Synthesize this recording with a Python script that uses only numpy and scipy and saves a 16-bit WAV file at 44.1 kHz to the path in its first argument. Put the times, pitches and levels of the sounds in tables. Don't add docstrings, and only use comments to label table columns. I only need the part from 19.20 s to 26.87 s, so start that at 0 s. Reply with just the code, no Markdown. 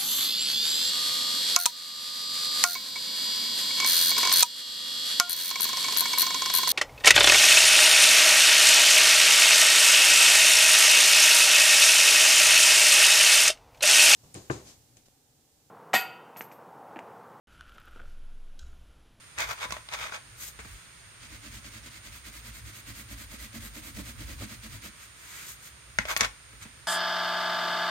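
import sys
import numpy as np
from scipy import signal
from scipy.fft import rfft, irfft, next_fast_len
from scipy.io import wavfile

SR = 44100
rng = np.random.default_rng(int(sys.argv[2]) if len(sys.argv) > 2 else 0)


def master(y):
    cut = np.clip(np.atleast_2d(y).T, -1, 1)
    pcm = np.round(cut * 32767)
    wavfile.write(sys.argv[1], SR, pcm.astype(np.int16))


N = 338247
TIME = np.arange(N) / SR

# frequency in Hz, relative level in dB.
AIR_SPECTRUM = [(25, -28.5), (42, -47), (60, -2), (85, -18), (115, -8), (200, -21.5), (330, -23),
                (800, -23), (1400, -18), (2100, -19), (3200, -22.5), (6800, -27), (8500, -35), (10000, -65),
                (15500, -60)]
# frequency in Hz, left minus right in dB.
AIR_BALANCE = [(100, -1), (1400, 1), (4000, 0), (7000, -10.5), (10000, -20), (12000, 4), (15000, -15)]
# frequency in Hz, likeness from 0 to 1.
MIC_LIKENESS = [(60, 0.98), (300, 0.4), (700, 0), (1500, 0.13), (4000, 0), (15000, 0.17)]
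# centre in Hz, width in Hz, gain in dB.
MIC_HOUSING = [(820, 450, -2.5), (956, 98, 2), (2960, 170, -1), (3430, 290, 1.5), (4130, 93, -42),
               (4130, 45, 9.5), (5730, 560, -4.5), (6610, 380, 2), (7560, 1500, -3.5)]
# left and right delay in seconds, level in dB.
NEAR_ECHOES = [(.0013, 0.0015, -18), (.0029, 0.0031, -14), (.0047, .0056, -21)]

# frequency in Hz, relative level in dB.
SWAY_SPECTRUM = [(25, -35.5), (38, -17), (50, -2), (62, -1.5), (82, -15), (110, -4), (150, -21.5),
                 (250, -42.5)]
# peak time in seconds, length in seconds, level in dB.
ARM_SHOVES = [(0.215, 0.27, -50.5), (0.51, 0.12, -43.5), (1.115, .25, -58), (1.42, 0.32, -46.5),
              (6.833, 0.53, -49.5), (7.047, 0.17, -46.5), (7.35, 0.31, -51), (7.576, 0.096, -53)]
# frequency in Hz, relative level in dB, t60 in seconds.
TABLE_MODES = [(112, -5, .06), (160, -6, .04), (216, 1, .08), (272, 0, .06), (320, -10, .04),
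               (450, -13, .03), (550, -11, .03)]
# time in seconds, thud in dB, tap in dB.
TABLE_BUMPS = [(1.39, -24.5, -14.5), (1.449, -23, -19.5), (6.788, -11.5, -35), (7.014, -12.5, -8),
               (7.33, -29.5, -27), (7.452, -18.5, -20.5)]
# peak time, rise and fall in seconds, level in dB, share of hiss in dB.
LIGHT_SLIDES = [(1.232, 0.062, 0.053, -46, 7), (1.285, 0.041, 0.022, -52, 12),
                (1.403, 0.018, 0.021, -45.5, -17), (1.47, 0.088, .35, -53, -6), (5.835, 0.1, .06, -50, -3),
                (6.205, 0.28, 0.15, -44.5, -2.5), (6.305, 0.082, 0.055, -50.5, 9),
                (6.47, 0.089, 0.037, -50.5, 3.5), (7.432, 0.032, 0.022, -43, -7)]
# frequency in Hz, relative level in dB.
SLIDE_SPECTRUM = [(150, -3.5), (450, -12), (720, -13), (1000, -1), (1350, 2), (2150, 4), (3200, -2),
                  (5500, -5.5), (7000, -0.5), (9000, -2), (12000, -40)]
# frequency in Hz, relative level in dB.
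SLIDE_HISS_SPECTRUM = [(2000, -7.5), (4500, -1), (6800, 5), (8500, 3), (9900, -4.5), (12000, 1), (14000, 0),
                       (15800, -7.5)]

# frequency in Hz, relative level in dB.
PLASTIC_SPECTRUM = [(100, -23.5), (320, -20), (450, -7.5), (650, -6), (790, 1.5), (1050, -1), (1600, 3),
                    (2400, 4.5), (3100, -2.5), (6500, -4), (7800, -6), (10000, -19), (12500, -21),
                    (15500, -30)]
# frequency in Hz, relative level in dB, t60 in seconds.
SHELL_MODES = [(662, 12, 0.029), (1008, 5, 0.13), (1142, 8, 0.051), (1350, 12.5, 0.01), (1614, 3, 0.034),
               (1825, 5, 0.0089), (2260, 6.5, 0.044), (2540, 6.5, 0.031), (3790, 4.5, 0.003),
               (5140, -1, 0.02), (6470, 8, 0.027)]
# frequency in Hz, left minus right in dB.
TRAY_BALANCE = [(500, -2.5), (1400, 1.5), (2300, -0.5), (5000, -3), (6300, 2), (9500, -3.5), (13000, 0)]
# time in seconds, strength in dB, brightness in dB per octave,
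# note of the struck spot in Hz, its share in dB, left minus right in dB.
TRAY_KNOCKS = [(0.1804, -11, -4, 2010, -3, 0), (0.186, -7, 0, 7500, -4, 5), (.205, -6, 6.5, 1400, -11, 2),
               (.454, -12, -12, 2000, -8, 3), (.507, -10, -4, 5500, -5, -4), (0.523, -4, 2, 1100, -1, -0.5),
               (.567, -12, -6.5, 1690, -20, 2), (0.6884, -14.5, -3.5, 3600, 3, 1),
               (0.7247, -14, -3, 3630, -14, 5), (.737, -7.5, 1, 1300, -20, -3),
               (.8956, -18, -3, 1500, -1, 3), (0.9222, -12, -5.5, 1608, -5, 6),
               (6.787, 7, -1, 2006, -0.5, -.5), (6.8537, -8.5, -3, 1310, -8, 2),
               (6.9647, 3.5, 0.5, 1456, -13, 5.5), (6.974, -3.5, 8, 13500, -4, 3),
               (7.0086, 8, 1, 6000, -2, 4.5), (7.0149, -1.5, -2.5, 1690, 9, 2.5),
               (7.0478, -0.5, -0.5, 5900, -17, 2)]
# peak time, rise and fall in seconds, level in dB,
# share of the wax tip's hiss in dB, share of the barrel's ring in dB.
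TRAY_DRAGS = [(0.208, 0.037, 0.078, -30, -13.5, -17), (.308, 0.042, 0.041, -33, -12, -27),
              (.442, 0.083, 0.031, -35, -19, -15), (.53, 0.085, 0.098, -45, -14, -12),
              (.74, 0.04, 0.035, -34, -20, -15), (.838, 0.12, 0.072, -36, -14, -11),
              (.945, 0.042, 0.049, -38.5, -26, -18), (6.805, 0.015, 0.031, -42, -28, -8),
              (6.913, 0.047, 0.032, -28, -8.5, -20), (7.012, 0.025, 0.033, -33, -23, -17),
              (7.044, 0.057, 0.029, -29.5, -23, -17)]

# start in seconds, length of the push in seconds, push accent in dB, pull accent in dB.
CRAYON_STROKES = [(2.007, 0.07, -7, -1.5), (2.221, 0.074, -3, 1), (2.433, 0.063, -2, 1),
                  (2.635, 0.057, 1, 0.5), (2.829, 0.067, -.5, 0.5), (3.045, 0.059, 1, 0.5),
                  (3.236, 0.072, 1, 0), (3.455, 0.057, -1, 0.5), (3.659, 0.069, 0, 2),
                  (3.889, 0.061, 0, 0.5), (4.095, 0.076, -1, 1.5), (4.33, 0.058, 0.5, 2.5),
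                  (4.538, 0.07, 0.5, 1.5), (4.75, 0.071, 1, 1.5), (4.983, 0.065, -2, 1),
                  (5.188, 0.073, 3, 2), (5.426, 0.055, 0.5, 0), (5.62, 0.071, 3.5, 0)]
# time in seconds, relative pressure in dB.
HAND_PRESSURE = [(2.0, 2.5), (2.3, 0), (2.8, -10), (3.7, -4.5), (4.35, 3), (4.6, -1.5), (4.8, 4.5),
                 (5.2, 5), (5.45, 0.5), (5.65, -2.5)]
# frequency in Hz, relative level in dB.
SCRATCH_SPECTRUM = [(200, -8.5), (380, -17.5), (560, -8.5), (760, -13.5), (1050, -5.5), (2100, 2.5),
                    (3000, -2.5), (5000, -3), (6700, -3), (8600, -6), (10500, -21), (15000, -52)]
# frequency in Hz, relative level in dB.
PAPER_HISS_SPECTRUM = [(4000, -36), (7000, 1), (8500, 5.5), (9900, -5.5), (11500, 4), (14000, 0),
                       (15800, -2.5)]
# time in seconds, level in dB.
PAPER_HISS_LEVEL = [(2.0, -57.5), (2.3, -53), (2.75, -56.5), (3.1, -51), (3.5, -51), (3.75, -49),
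                    (4.75, -47.5), (5.05, -51), (5.5, -52)]
# frequency in Hz, relative level in dB.
THUD_SPECTRUM = [(100, -33), (200, -16.5), (275, 3.5), (310, -2.5), (380, -17), (560, -11.5), (800, -19.5),
                 (1100, -17.5), (2500, -38)]


def from_db(db):
    return 10 ** (np.asarray(db) / 20)


def unit_rms(x):
    return x / np.sqrt(np.mean(x ** 2) + 1e-20)


def unit_energy(x):
    return unit_rms(x) / np.sqrt(x.shape[-1])


def in_time(points):
    return np.interp(TIME, *np.transpose(points))


def at_hz(points, hz):
    knots_hz, values = np.transpose(points)
    return np.interp(np.log(hz + 1), np.log(knots_hz), values)


def bins(size):
    return np.arange(size // 2 + 1) * SR / size


def colour(x, spectrum, tilt_db=0):
    size = 2 * next_fast_len(x.shape[-1] // 2 + 2048)
    hz = bins(size)
    gain = from_db(at_hz(spectrum, hz) + tilt_db * np.log2(hz + 200))
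    cepstrum = irfft(np.log(gain))
    cepstrum[1:size // 2] *= 2
    cepstrum[size // 2 + 1:] = 0
    return irfft(rfft(x, size) * np.exp(rfft(cepstrum)))[..., :x.shape[-1]]


def convolve(x, response):
    return signal.fftconvolve(np.atleast_2d(x), response, axes=-1)[:, :N]


def add(out, start_s, sound):
    start = round(start_s * SR)
    out[:, start:start + sound.shape[-1]] += sound[:, :N - start]


def drift(per_s):
    knots = rng.standard_normal(int(N / SR * per_s) + 2)
    return unit_rms(np.interp(TIME * per_s, np.arange(len(knots)), knots))


def swell(peak_s, rise_s, fall_s, roundness=1.72):
    away = np.maximum((peak_s - TIME) / rise_s, (TIME - peak_s) / fall_s)
    return from_db(-20 * np.minimum(away, 4) ** roundness)


def together(gains):
    return np.sqrt(sum(gain ** 2 for gain in gains))


def decay(t60, size):
    return np.exp(-np.log(1000) * TIME[:size] / t60)


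def mode(hz, t60, size):
    return decay(t60, size) * np.sin(2 * np.pi * hz * TIME[:size])


def ring(modes, size=12000):
    swings = (from_db(db) * mode(hz, t60, size) * (-1) ** k for k, (hz, db, t60) in enumerate(modes))
    return unit_energy(sum(swings)[None])


def pan(left_db):
    return from_db(np.array([[left_db], [-left_db]]) / 2)


def balance(x, points):
    left = colour(x[0], [(hz, db / 2) for hz, db in points])
    right = colour(x[1], [(hz, -db / 2) for hz, db in points])
    return np.array([left, right])


def diffuse(size):
    padded = 2 * next_fast_len(size // 2 + 1)
    mid, side = rfft(rng.standard_normal((2, padded)))
    alike = at_hz(MIC_LIKENESS, bins(padded))
    pair = np.sqrt(1 + alike) * mid + np.sqrt(1 - alike) * side * [[1], [-1]]
    return unit_rms(irfft(pair)[:, :size])


def scatter(clicks, lead_s, scatter_db, t60):
    direct = np.array([clicks, np.roll(clicks, round(lead_s * SR))])
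    retained = from_db(-120 / (t60 * SR))
    energy = signal.lfilter([1 - retained], [1, -retained], clicks ** 2 + 1e-18)
    return direct + from_db(scatter_db) * np.sqrt(energy) * diffuse(len(clicks))


def slips(per_s, spread_db):
    sizes = from_db(spread_db * np.minimum(rng.exponential(1, N), 4))
    signs = rng.choice([-1, 1], N)
    released = rng.random(N) < per_s / SR
    return unit_rms(sizes * signs * released)


def friction(spectrum, per_s, spread_db):
    grain = scatter(slips(per_s, spread_db), lead_s=0.00005, scatter_db=8, t60=0.026)
    return unit_rms(colour(grain, spectrum))


def room_tone(level_db=-53):
    air = unit_rms(colour(diffuse(N), AIR_SPECTRUM))
    return from_db(level_db) * balance(air, AIR_BALANCE)


def whine(hz=8923, level_db=-62.5):
    waver_hz = 7 * drift(6) + 14 * drift(90)
    phase = 2 * np.pi * np.cumsum(hz + waver_hz) / SR
    return from_db(level_db) * pan(-15) * np.sqrt(2) * np.sin(phase)


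def room(x, t60=0.22, wet_db=-13, size=16384):
    early = np.zeros((2, size))
    early[:, 0] = 1
    for left_s, right_s, db in NEAR_ECHOES:
        early[0, round(left_s * SR)] += from_db(db)
        early[1, round(right_s * SR)] += from_db(db)
    fade_in = np.clip(TIME[:size] / 0.0017, 0, 1)
    tail = unit_energy(diffuse(size) * decay(t60, size) * fade_in)
    tail = colour(tail, [(200, 6), (2000, 3), (7000, 2), (15000, 6)])
    return convolve(x, unit_energy(early) + from_db(wet_db) * tail)


def table_sway(rest_db=-64, scribble_db=-50, lurch_db=2.5, settle_s=0.073, rise_share=0.29):
    first_s = CRAYON_STROKES[0][0]
    last_s = CRAYON_STROKES[-1][0] + CRAYON_STROKES[-1][1]
    scribbling = np.clip(np.minimum(TIME - first_s, last_s - TIME) / settle_s + 0.5, 0, 1)
    scribble = scribbling * from_db(scribble_db + 0.43 * in_time(HAND_PRESSURE))
    shoves = [from_db(db) * swell(peak_s, rise_share * length_s, (1 - rise_share) * length_s)
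              for peak_s, length_s, db in ARM_SHOVES]
    lurch = from_db(lurch_db * drift(13))
    rumble = unit_rms(colour(diffuse(N), SWAY_SPECTRUM))
    return together(shoves + [from_db(rest_db), scribble]) * lurch * rumble


def sliding(restless_db=-61, restless_hiss_db=-5.5):
    moves = [(from_db(db) * swell(*timing), hiss_db) for *timing, db, hiss_db in LIGHT_SLIDES]
    moves.append((from_db(restless_db), restless_hiss_db))
    rub_gain = together(gain for gain, _ in moves)
    hiss_gain = together(gain * from_db(hiss_db) for gain, hiss_db in moves)
    rub = rub_gain * friction(SLIDE_SPECTRUM, per_s=12000, spread_db=2)
    hiss = hiss_gain * friction(SLIDE_HISS_SPECTRUM, per_s=11000, spread_db=4.5)
    return rub * pan(-1.5) + hiss * pan(1.88)


def bumps(note_db=-8, size=8192):
    out = np.zeros((2, N))
    note = from_db(note_db) * unit_energy(mode(hz=450, t60=0.083, size=size))
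    for start_s, thud_db, tap_db in TABLE_BUMPS:
        click = scatter(signal.unit_impulse(size), lead_s=0.0001, scatter_db=9, t60=0.15)
        tap = unit_energy(colour(click, PLASTIC_SPECTRUM, tilt_db=-3.5))
        add(out, start_s, from_db(thud_db) * ring(TABLE_MODES))
        add(out, start_s, from_db(tap_db) * (tap + note))
    return out


def knock(bright_db, spot_hz, spot_db, spot_cycles=11, size=4096):
    click = scatter(signal.unit_impulse(size), lead_s=0.00018, scatter_db=1, t60=0.026)
    crack = unit_energy(colour(click, PLASTIC_SPECTRUM, bright_db))
    spot = mode(spot_hz, spot_cycles / spot_hz, size)
    note = unit_energy(convolve(click, spot[None])[:, :size])
    return unit_energy(crack + from_db(spot_db) * note)


def dragging(shell_db=-4, wander_db=3, barrel_hz=3660, barrel_t60=0.012):
    moves = [(from_db(db) * swell(*timing), wax_db, barrel_db)
             for *timing, db, wax_db, barrel_db in TRAY_DRAGS]
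    rub_gain = together(gain for gain, _, _ in moves)
    wax_gain = together(gain * from_db(wax_db) for gain, wax_db, _ in moves)
    barrel_gain = together(gain * from_db(barrel_db) for gain, _, barrel_db in moves)
    judder = unit_rms(scatter(slips(per_s=3500, spread_db=4), lead_s=0.00019, scatter_db=5.5, t60=0.022))
    wax = wax_gain * unit_rms(colour(judder, SLIDE_HISS_SPECTRUM))
    barrel = convolve(barrel_gain * judder, ring([(barrel_hz, 0, barrel_t60)], size=2048))
    plastic = rub_gain * unit_rms(colour(judder, PLASTIC_SPECTRUM, tilt_db=0.16))
    shell = np.zeros((2, N))
    for hz, db, t60 in SHELL_MODES:
        contact = from_db(db + wander_db * drift(17))
        shell += convolve(plastic * contact, ring([(hz, 0, t60)], size=4096))
    return wax + barrel + plastic + from_db(shell_db) * np.std(plastic) * unit_rms(shell)


def tray(shell_db=-17):
    knocks = np.zeros((2, N))
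    for start_s, strength_db, bright_db, spot_hz, spot_db, left_db in TRAY_KNOCKS:
        add(knocks, start_s, from_db(strength_db) * pan(left_db) * knock(bright_db, spot_hz, spot_db))
    shell = from_db(shell_db) * convolve(knocks, ring(SHELL_MODES))
    return balance(knocks + shell + dragging(), TRAY_BALANCE) * pan(1)


def stroke_speed(start_s, length_s, lead_s=0.011, trail_s=0.0038, lean=1.28):
    start = round((start_s - lead_s) * SR)
    end = round((start_s + length_s + trail_s) * SR)
    speed = np.zeros(N)
    speed[start:end] = np.abs(np.sin(np.pi * np.linspace(0, 1, end - start) ** lean))
    return speed


def wax_on_paper(push, pull, pressure_db, scratch_db=-45.5, pull_db=-1.5):
    motion = push ** 0.58 + from_db(pull_db) * pull ** 0.58
    scratch_gain = from_db(scratch_db + 0.18 * pressure_db) * motion
    hiss_gain = from_db(in_time(PAPER_HISS_LEVEL)) * (push + pull) ** 0.94
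    grip = from_db(drift(180))
    scratch = scratch_gain * friction(SCRATCH_SPECTRUM, per_s=6000, spread_db=2.5)
    hiss = hiss_gain * friction(PAPER_HISS_SPECTRUM, per_s=4000, spread_db=-1)
    return grip * (scratch * pan(-2.1) + hiss * pan(1))


def drumming(push, pull, pressure_db, drum_db=-47.5, pull_db=-6.5, thud_db=-3):
    drive = from_db(drum_db) * (push ** 1.4 + from_db(pull_db) * pull ** 1.4)
    force = from_db(pressure_db) * drive * slips(per_s=900, spread_db=2.5)
    table = convolve(force, ring(TABLE_MODES))
    thud_gain = from_db(thud_db + 0.75 * pressure_db) * drive
    thud = thud_gain * unit_rms(colour(slips(per_s=900, spread_db=3), THUD_SPECTRUM))
    return (table + thud) * pan(-0.92)


def crayon(turn_s=0.015, pull_s=0.087):
    pressure_db = in_time(HAND_PRESSURE)
    push = sum(from_db(db) * stroke_speed(start_s, push_s) for start_s, push_s, db, _ in CRAYON_STROKES)
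    pull = sum(from_db(db) * stroke_speed(start_s + push_s + turn_s, pull_s)
               for start_s, push_s, _, db in CRAYON_STROKES[:-1])
    return wax_on_paper(push, pull, pressure_db) + drumming(push, pull, pressure_db)


def scene():
    on_table = crayon() + tray() + sliding() + bumps()
    return room(on_table) + table_sway() + room_tone() + whine()


def record(dry, low_cut_hz=38, high_cut_hz=15900):
    for hz, width_hz, db in MIC_HOUSING:
        band = signal.lfilter(*signal.iirpeak(hz, hz / width_hz, fs=SR), dry)
        dry = dry + (from_db(db) - 1) * band
    low_cut = signal.butter(6, low_cut_hz, "high", fs=SR, output="sos")
    high_cut = signal.ellip(12, 0.1, 80, high_cut_hz, fs=SR, output="sos")
    clipped = np.clip(signal.sosfilt(low_cut, dry), -1, 1)
    return signal.sosfilt(high_cut, clipped)


dry = scene()
out = record(dry)
master(out)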